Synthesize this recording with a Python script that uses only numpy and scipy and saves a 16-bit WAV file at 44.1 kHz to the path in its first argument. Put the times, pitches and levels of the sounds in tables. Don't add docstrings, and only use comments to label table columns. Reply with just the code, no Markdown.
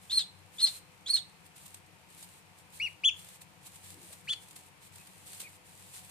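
import sys
import numpy as np
from scipy import signal
from scipy.fft import rfft, irfft
from scipy.io import wavfile
from scipy.ndimage import uniform_filter1d, map_coordinates

SR = 44100
rng = np.random.default_rng(int(sys.argv[2]) if len(sys.argv) > 2 else 0)


def generate_wav(signal):
    frames = np.transpose(np.atleast_2d(signal))
    scaled = np.clip(frames, -1, 1) * 32767
    pcm = np.round(scaled).astype(np.int16)
    wavfile.write(sys.argv[1], SR, pcm)


N = 269010
TIME = np.arange(N) / SR

# frequency_hz, relative_density_db
AIR_SPECTRUM = [(25, -39), (50, -20), (87, -7.5), (120, -8.5), (165, -2.5), (230, -16), (350, -14.5),
                (600, -14.5), (900, -11), (1500, -16.5), (2500, -13.5), (3600, -21), (6500, -26),
                (14000, -34)]
# frequency_hz, left_over_right_db
BACKGROUND_BALANCE = [(110, 12), (200, 16), (380, 11), (690, -1.5), (2400, 6), (5000, -4)]
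# frequency_hz, coherence (0-1)
AIR_COHERENCE = [(130, 0.92), (290, .5), (640, 0.29), (1400, 0)]
# centre_hz, half_width_hz, level_db
HUM_BANDS = [(94.3, 2.9, -69), (158, 20, -79.5), (182.6, 10, -71), (307, 9.5, -77.5), (502.7, 9, -76),
             (739, 5.5, -75), (908, 47, -74)]
# centre_s, level_db, half_width_s, pitch_hz
BODY_BUMPS = [(3.5, -70, 0.13, 140), (4.0, -62, 0.049, 324), (4.107, -63.5, 0.038, 620),
              (4.292, -64, 0.032, 156), (5.441, -62, 0.012, 520)]
# frequency_hz, relative_density_db
STRAW_SPECTRUM = [(400, -9), (1500, -6), (2800, -1.5), (4200, 0), (5100, -4.5), (6400, -3), (7400, 3),
                  (9200, 5), (11200, -2.5), (14000, -3)]
# start_s, length_s, base_level_db
BIRD_MOVES = [(.02, 0.1, -61), (0.54, 0.04, -57.5), (0.684, 0.092, -48), (1.459, 0.0089, -60.5),
              (1.582, 0.058, -58), (1.614, 0.16, -59.5), (2.102, 0.29, -61), (2.181, 0.064, -54),
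              (2.58, .03, -62.5), (2.739, .04, -53), (2.788, 0.13, -63), (3.171, 0.19, -55.5),
              (3.634, 0.58, -60.5), (3.747, 0.017, -53.5), (3.844, 0.079, -53.5), (4.026, 0.12, -55.5),
              (4.25, 0.43, -62), (4.42, 0.018, -57), (4.825, 0.05, -57.5), (4.937, 0.07, -57.5),
              (5.026, 0.22, -60), (5.267, 0.17, -51), (5.447, .12, -59.5), (5.658, 0.14, -59.5),
              (5.8, 0.59, -57), (5.941, 0.047, -48.5)]
# peak_s, level_db, rise_s, decay_s
STALK_SLIPS = [(.74, -50, 0.0073, 0.012), (.92, -61.5, 0.0021, .006), (1.565, -50, 0.0066, .012),
               (1.663, -44.5, 0.006, 0.0069), (1.744, -40, .0005, 0.0065), (2.228, -43.5, .002, .008),
               (3.192, -45, .0007, 0.01), (3.418, -45.5, 0.0056, 0.011), (3.67, -44.5, 0.015, 0.0097),
               (4.13, -43, 0.0058, 0.0075), (4.487, -50, 0.004, 0.0051), (4.51, -45, .0007, 0.0045),
               (4.563, -44, 0.0032, 0.016), (4.959, -45.5, .002, .005), (5.072, -46, .002, .005),
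               (5.332, -44, .002, 0.011), (5.403, -37.5, 0.0024, 0.017), (5.417, -44, 0.005, 0.0068)]
# level_db, t60_s
ROOM_DECAYS = [(-15, .16), (-21.5, .4)]
# left_delay_ms, right_delay_ms, gain_db
TUB_REFLECTIONS = [(1.3, 2.6, -18.5), (2.9, 3.1, -12.5), (5.3, 6.7, -12), (9.4, 8.2, -8.5)]
# frequency_hz, gain_db
VOCAL_TRACT = [(900, -13.5), (1450, -4.5), (2300, -7), (3400, -7), (4400, 11), (5100, -8.5), (5600, 0),
               (6900, -2), (7600, -5), (8500, 2.5), (9800, 4), (11000, -19), (12800, -5), (14200, -11.5)]
# centre_s, half_width_s, gain_db, pitch_drop_hz
WHISTLE_LOCKS = [(0.13, 0.0044, 2, 2), (0.18, 0.0065, 10, 136), (.631, .004, 7, 0),
                 (0.644, .005, 9.5, 221.5), (1.108, 0.0057, 9, 44), (1.143, 0.0043, 10.5, 130.5),
                 (1.155, 0.0035, 11, 6)]
# start_s, rise_s, fall_s, start_hz, crest_hz, end_hz, crest_db, start_re_crest_db,
# end_re_crest_db, rise_rasp (0-1), fall_rasp (0-1), second_harmonic_db, third_harmonic_db,
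# subharmonic_db (these three before the vocal tract), left_over_right_db, right_lag_ms
PEEP_ARCHES = [(0.096, 0.061, 0.074, 3257, 4303, 3210, -30.5, -12.5, -10, 1, 1, -9.5, -15, -19.5, 0.1, 0.049),
               (0.582, .060, .057, 3300, 4340, 3410, -29.5, -14.5, -10, 0.85, 1, -9, -14.5, -18.5, 1, 0.049),
               (1.059, 0.067, .070, 3150, 4424, 3167, -32, -11.5, -9.5, 0.74, 1, -10.5, -15, -16, -2, 0.043),
               (2.798, 0.041, 0.043, 2010, 2884, 1924, -32, -4.5, -9.5, 0.18, 0.16, -21, -33, -38, 2, -0.034),
               (3.035, 0.031, 0.034, 2155, 3472, 2180, -21, -17, -13, .1, .04, -18, -30.5, -47, 2.5, -0.033),
               (4.271, .048, 0.0253, 1634, 3490, 2540, -30.5, -22.5, -21, 0.36, 0.7, -18, -26, -11, 1.5, -0.033),
               (4.986, 0.02, 0.027, 2280, 2570, 2250, -63, -4, -8, .7, 0.77, -29.5, -30, -30, 6, 0.036),
               (5.432, 0.017, 0.035, 2215, 2450, 2050, -53, -8, -1, 0.4, .45, -30, -30, -30, -2, 0.089)]

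EAR_SIGNS = np.array([[1], [-1]])
ARCH_POWER = 2.4
BREAK_AT, BREAK_WIDTH = 0.57, 0.17
RASP_FLOOR, LOCK_CLEARS = 0.35, 0.82
WAVER_HZ, JITTER_HZ = 170, 340
WAVER_RATE_HZ, JITTER_RATE_HZ = 160, 750
FLUTTER_HZ, FLUTTER_DEPTH, CATCH_DB = 700, 0.55, 4.5


def from_db(db):
    return 10 ** (np.asarray(db) / 20)


def unit_rms(x):
    return x / np.sqrt(np.mean(x ** 2) + 1e-20)


def at_hz(points, hz):
    knots, values = np.transpose(points)
    return np.interp(np.log(hz + 1e-9), np.log(knots), values)


def butter(x, hz, kind):
    return signal.sosfilt(signal.butter(2, hz, kind, fs=SR, output="sos"), x + 1e-18)


def tinted(x, spectrum):
    size = x.shape[-1]
    return irfft(rfft(x) * from_db(at_hz(spectrum, np.fft.rfftfreq(size, 1 / SR))), size)


def coloured_noise(spectrum):
    return unit_rms(tinted(rng.standard_normal((2, N)), spectrum))


def wander(rate_hz, size):
    run_in = SR // 4
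    return unit_rms(butter(rng.standard_normal(size + run_in), rate_hz, "low")[run_in:])


def background(air_db=-63):
    hz = np.fft.rfftfreq(N, 1 / SR)
    mid, side = rfft(from_db(air_db) * coloured_noise(AIR_SPECTRUM))
    for centre_hz, half_width_hz, level_db in HUM_BANDS:
        band = irfft(rfft(rng.standard_normal(N)) / (1 + ((hz - centre_hz) / half_width_hz) ** 2), N)
        mid = mid + rfft(from_db(level_db) * unit_rms(band)) / np.sqrt(2)
    coherence = np.clip(at_hz(AIR_COHERENCE, hz), -1, 1)
    ears = np.sqrt(1 + coherence) * mid + EAR_SIGNS * np.sqrt(1 - coherence) * side
    pan = from_db(EAR_SIGNS * at_hz(BACKGROUND_BALANCE, hz) / 2)
    return irfft(ears * pan / pan.mean(axis=0), N)


def bumps(band_ratio=1.2, pan_db=3):
    out = 0
    for centre_s, level_db, half_width_s, hz in BODY_BUMPS:
        thud = unit_rms(butter(rng.standard_normal(N), [hz / band_ratio, hz * band_ratio], "band"))
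        out = out + from_db(level_db) * np.exp(-((TIME - centre_s) / half_width_s) ** 2 / 2) * thud
    return out * from_db(EAR_SIGNS * pan_db / 2)


def shuffle_power(rest_db=-69.5, attack_s=0.013, release_s=0.017):
    power = from_db(rest_db) ** 2
    for start_s, length_s, level_db in BIRD_MOVES:
        outside = np.maximum((start_s - TIME) / attack_s, (TIME - start_s - length_s) / release_s)
        power = power + (from_db(level_db) * np.exp(-np.clip(outside, 0, 20))) ** 2
    return power


def straw(rustle_gain_db=1.5, grain_db=0.94, grain_hz=250, ticks_per_s=30, tick_db=5.0, tick_s=0.0021):
    impulses = (rng.random(N) < ticks_per_s / SR) * rng.exponential(1, N)
    ticks = signal.lfilter([from_db(tick_db) ** 2], [1, -np.exp(-1 / (tick_s * SR))], impulses + 1e-18)
    power = shuffle_power() * from_db(rustle_gain_db) ** 2 * (1 + ticks)
    for peak_s, level_db, rise_s, decay_s in STALK_SLIPS:
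        age = TIME - peak_s
        power = power + (from_db(level_db) * np.exp(-np.maximum(-age / rise_s, age / decay_s))) ** 2
    grains = unit_rms(from_db(grain_db * wander(grain_hz, N)))
    return np.sqrt(power) * grains * coloured_noise(STRAW_SPECTRUM)


def room(x, wall_cutoff_hz=11000, gap_s=0.012):
    t = TIME[:SR * 3 // 5]
    onset = np.clip(t / gap_s - 1, 0, 1)
    response = 0
    for level_db, t60_s in ROOM_DECAYS:
        echoes = rng.standard_normal((2, len(t))) * onset * np.exp(-np.log(1000) * t / t60_s)
        response = response + from_db(level_db) * unit_rms(echoes) / np.sqrt(len(t))
    return butter(signal.fftconvolve(x, response, axes=1)[:, :N], wall_cutoff_hz, "low")


def tub(x):
    out = x.copy()
    for left_ms, right_ms, gain_db in TUB_REFLECTIONS:
        for side, delay_ms in enumerate((left_ms, right_ms)):
            out[side] += from_db(gain_db) * np.interp(TIME - delay_ms / 1000, TIME, x[side])
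    return out


def arch(start_s, rise_s, fall_s, start_hz, crest_hz, end_hz, crest_db, start_db, end_db,
         rise_rasp, fall_rasp):
    t = TIME[int(start_s * SR):int((start_s + rise_s + fall_s) * SR)]
    since_crest = t - start_s - rise_s
    rising = since_crest < 0
    flank = np.abs(since_crest) / np.where(rising, rise_s, fall_s)
    pitch_hz = crest_hz + (np.where(rising, start_hz, end_hz) - crest_hz) * flank ** ARCH_POWER
    level_db = crest_db + np.where(rising, start_db, end_db) * flank ** ARCH_POWER
    breaking = np.exp(-((flank - BREAK_AT) / BREAK_WIDTH) ** 2 / 2)
    rasp = np.where(rising, rise_rasp, fall_rasp) * (RASP_FLOOR + (1 - RASP_FLOOR) * breaking)
    for centre_s, half_width_s, gain_db, drop_hz in WHISTLE_LOCKS:
        lock = np.exp(-((t - centre_s) / half_width_s) ** 2 / 2)
        pitch_hz -= drop_hz * lock
        level_db += gain_db * lock
        rasp *= 1 - LOCK_CLEARS * lock
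    return t, pitch_hz, level_db, np.clip(rasp, 0, 1)


def peep(contour, second_db, third_db, subharmonic_db, hiss_db=-8, attack_s=0.0027, release_s=0.0071):
    t, pitch_hz, level_db, rasp = arch(*contour)
    size = len(t)
    waver = rasp * WAVER_HZ * wander(WAVER_RATE_HZ, size)
    jitter = rasp ** 2 * JITTER_HZ * wander(JITTER_RATE_HZ, size)
    phase = 2 * np.pi * np.cumsum(uniform_filter1d(pitch_hz, size=150) + waver + jitter) / SR
    overtones = from_db(second_db) * np.sin(2 * phase) + from_db(third_db) * np.sin(3 * phase)
    halves = sum(np.sin((k + 0.5) * phase) for k in range(3))
    overtones += from_db(subharmonic_db) * rasp * halves * wander(JITTER_RATE_HZ / 2, size)
    brightness = from_db(0.053 * (level_db - level_db.max()))
    tone = np.sin(phase) + tinted(overtones * brightness, VOCAL_TRACT)
    chop_hz = FLUTTER_HZ * (1 + 0.294 * wander(WAVER_RATE_HZ, size))
    chop = np.sqrt(2) * np.sin(2 * np.pi * np.cumsum(chop_hz) / SR)
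    depth = FLUTTER_DEPTH * rasp ** 2
    tone *= (1 + depth * chop) / np.sqrt(1 + depth ** 2)
    tone *= from_db(CATCH_DB * np.sqrt(rasp) * (np.tanh(wander(WAVER_RATE_HZ, size)) - rasp / 2))
    hiss = unit_rms(tinted(rng.standard_normal(size), VOCAL_TRACT))
    gate = np.clip(np.minimum((t - t[0]) / attack_s, (t[-1] - t) / release_s), 0, 1)
    voice = gate * from_db(level_db) * (np.sqrt(2) * tone + from_db(hiss_db) * rasp * hiss)
    return np.interp(TIME, t, voice, left=0, right=0)


def ducklings():
    out = np.zeros((2, N))
    for *contour, second_db, third_db, subharmonic_db, pan_db, lag_ms in PEEP_ARCHES:
        voice = peep(contour, second_db, third_db, subharmonic_db)
        delayed = map_coordinates(voice, [np.arange(N) - lag_ms * SR / 1000], order=3)
        out[0] += from_db(pan_db / 2) * voice
        out[1] += from_db(-pan_db / 2) * delayed
    return out


def scene():
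    peeps = tub(ducklings())
    return peeps + room(peeps) + straw() + bumps() + background()


def record(dry, cutoff_hz=14400):
    return signal.sosfilt(signal.ellip(10, 0.2, 70, cutoff_hz, fs=SR, output="sos"), dry)


dry = scene()
out = record(dry)
generate_wav(out)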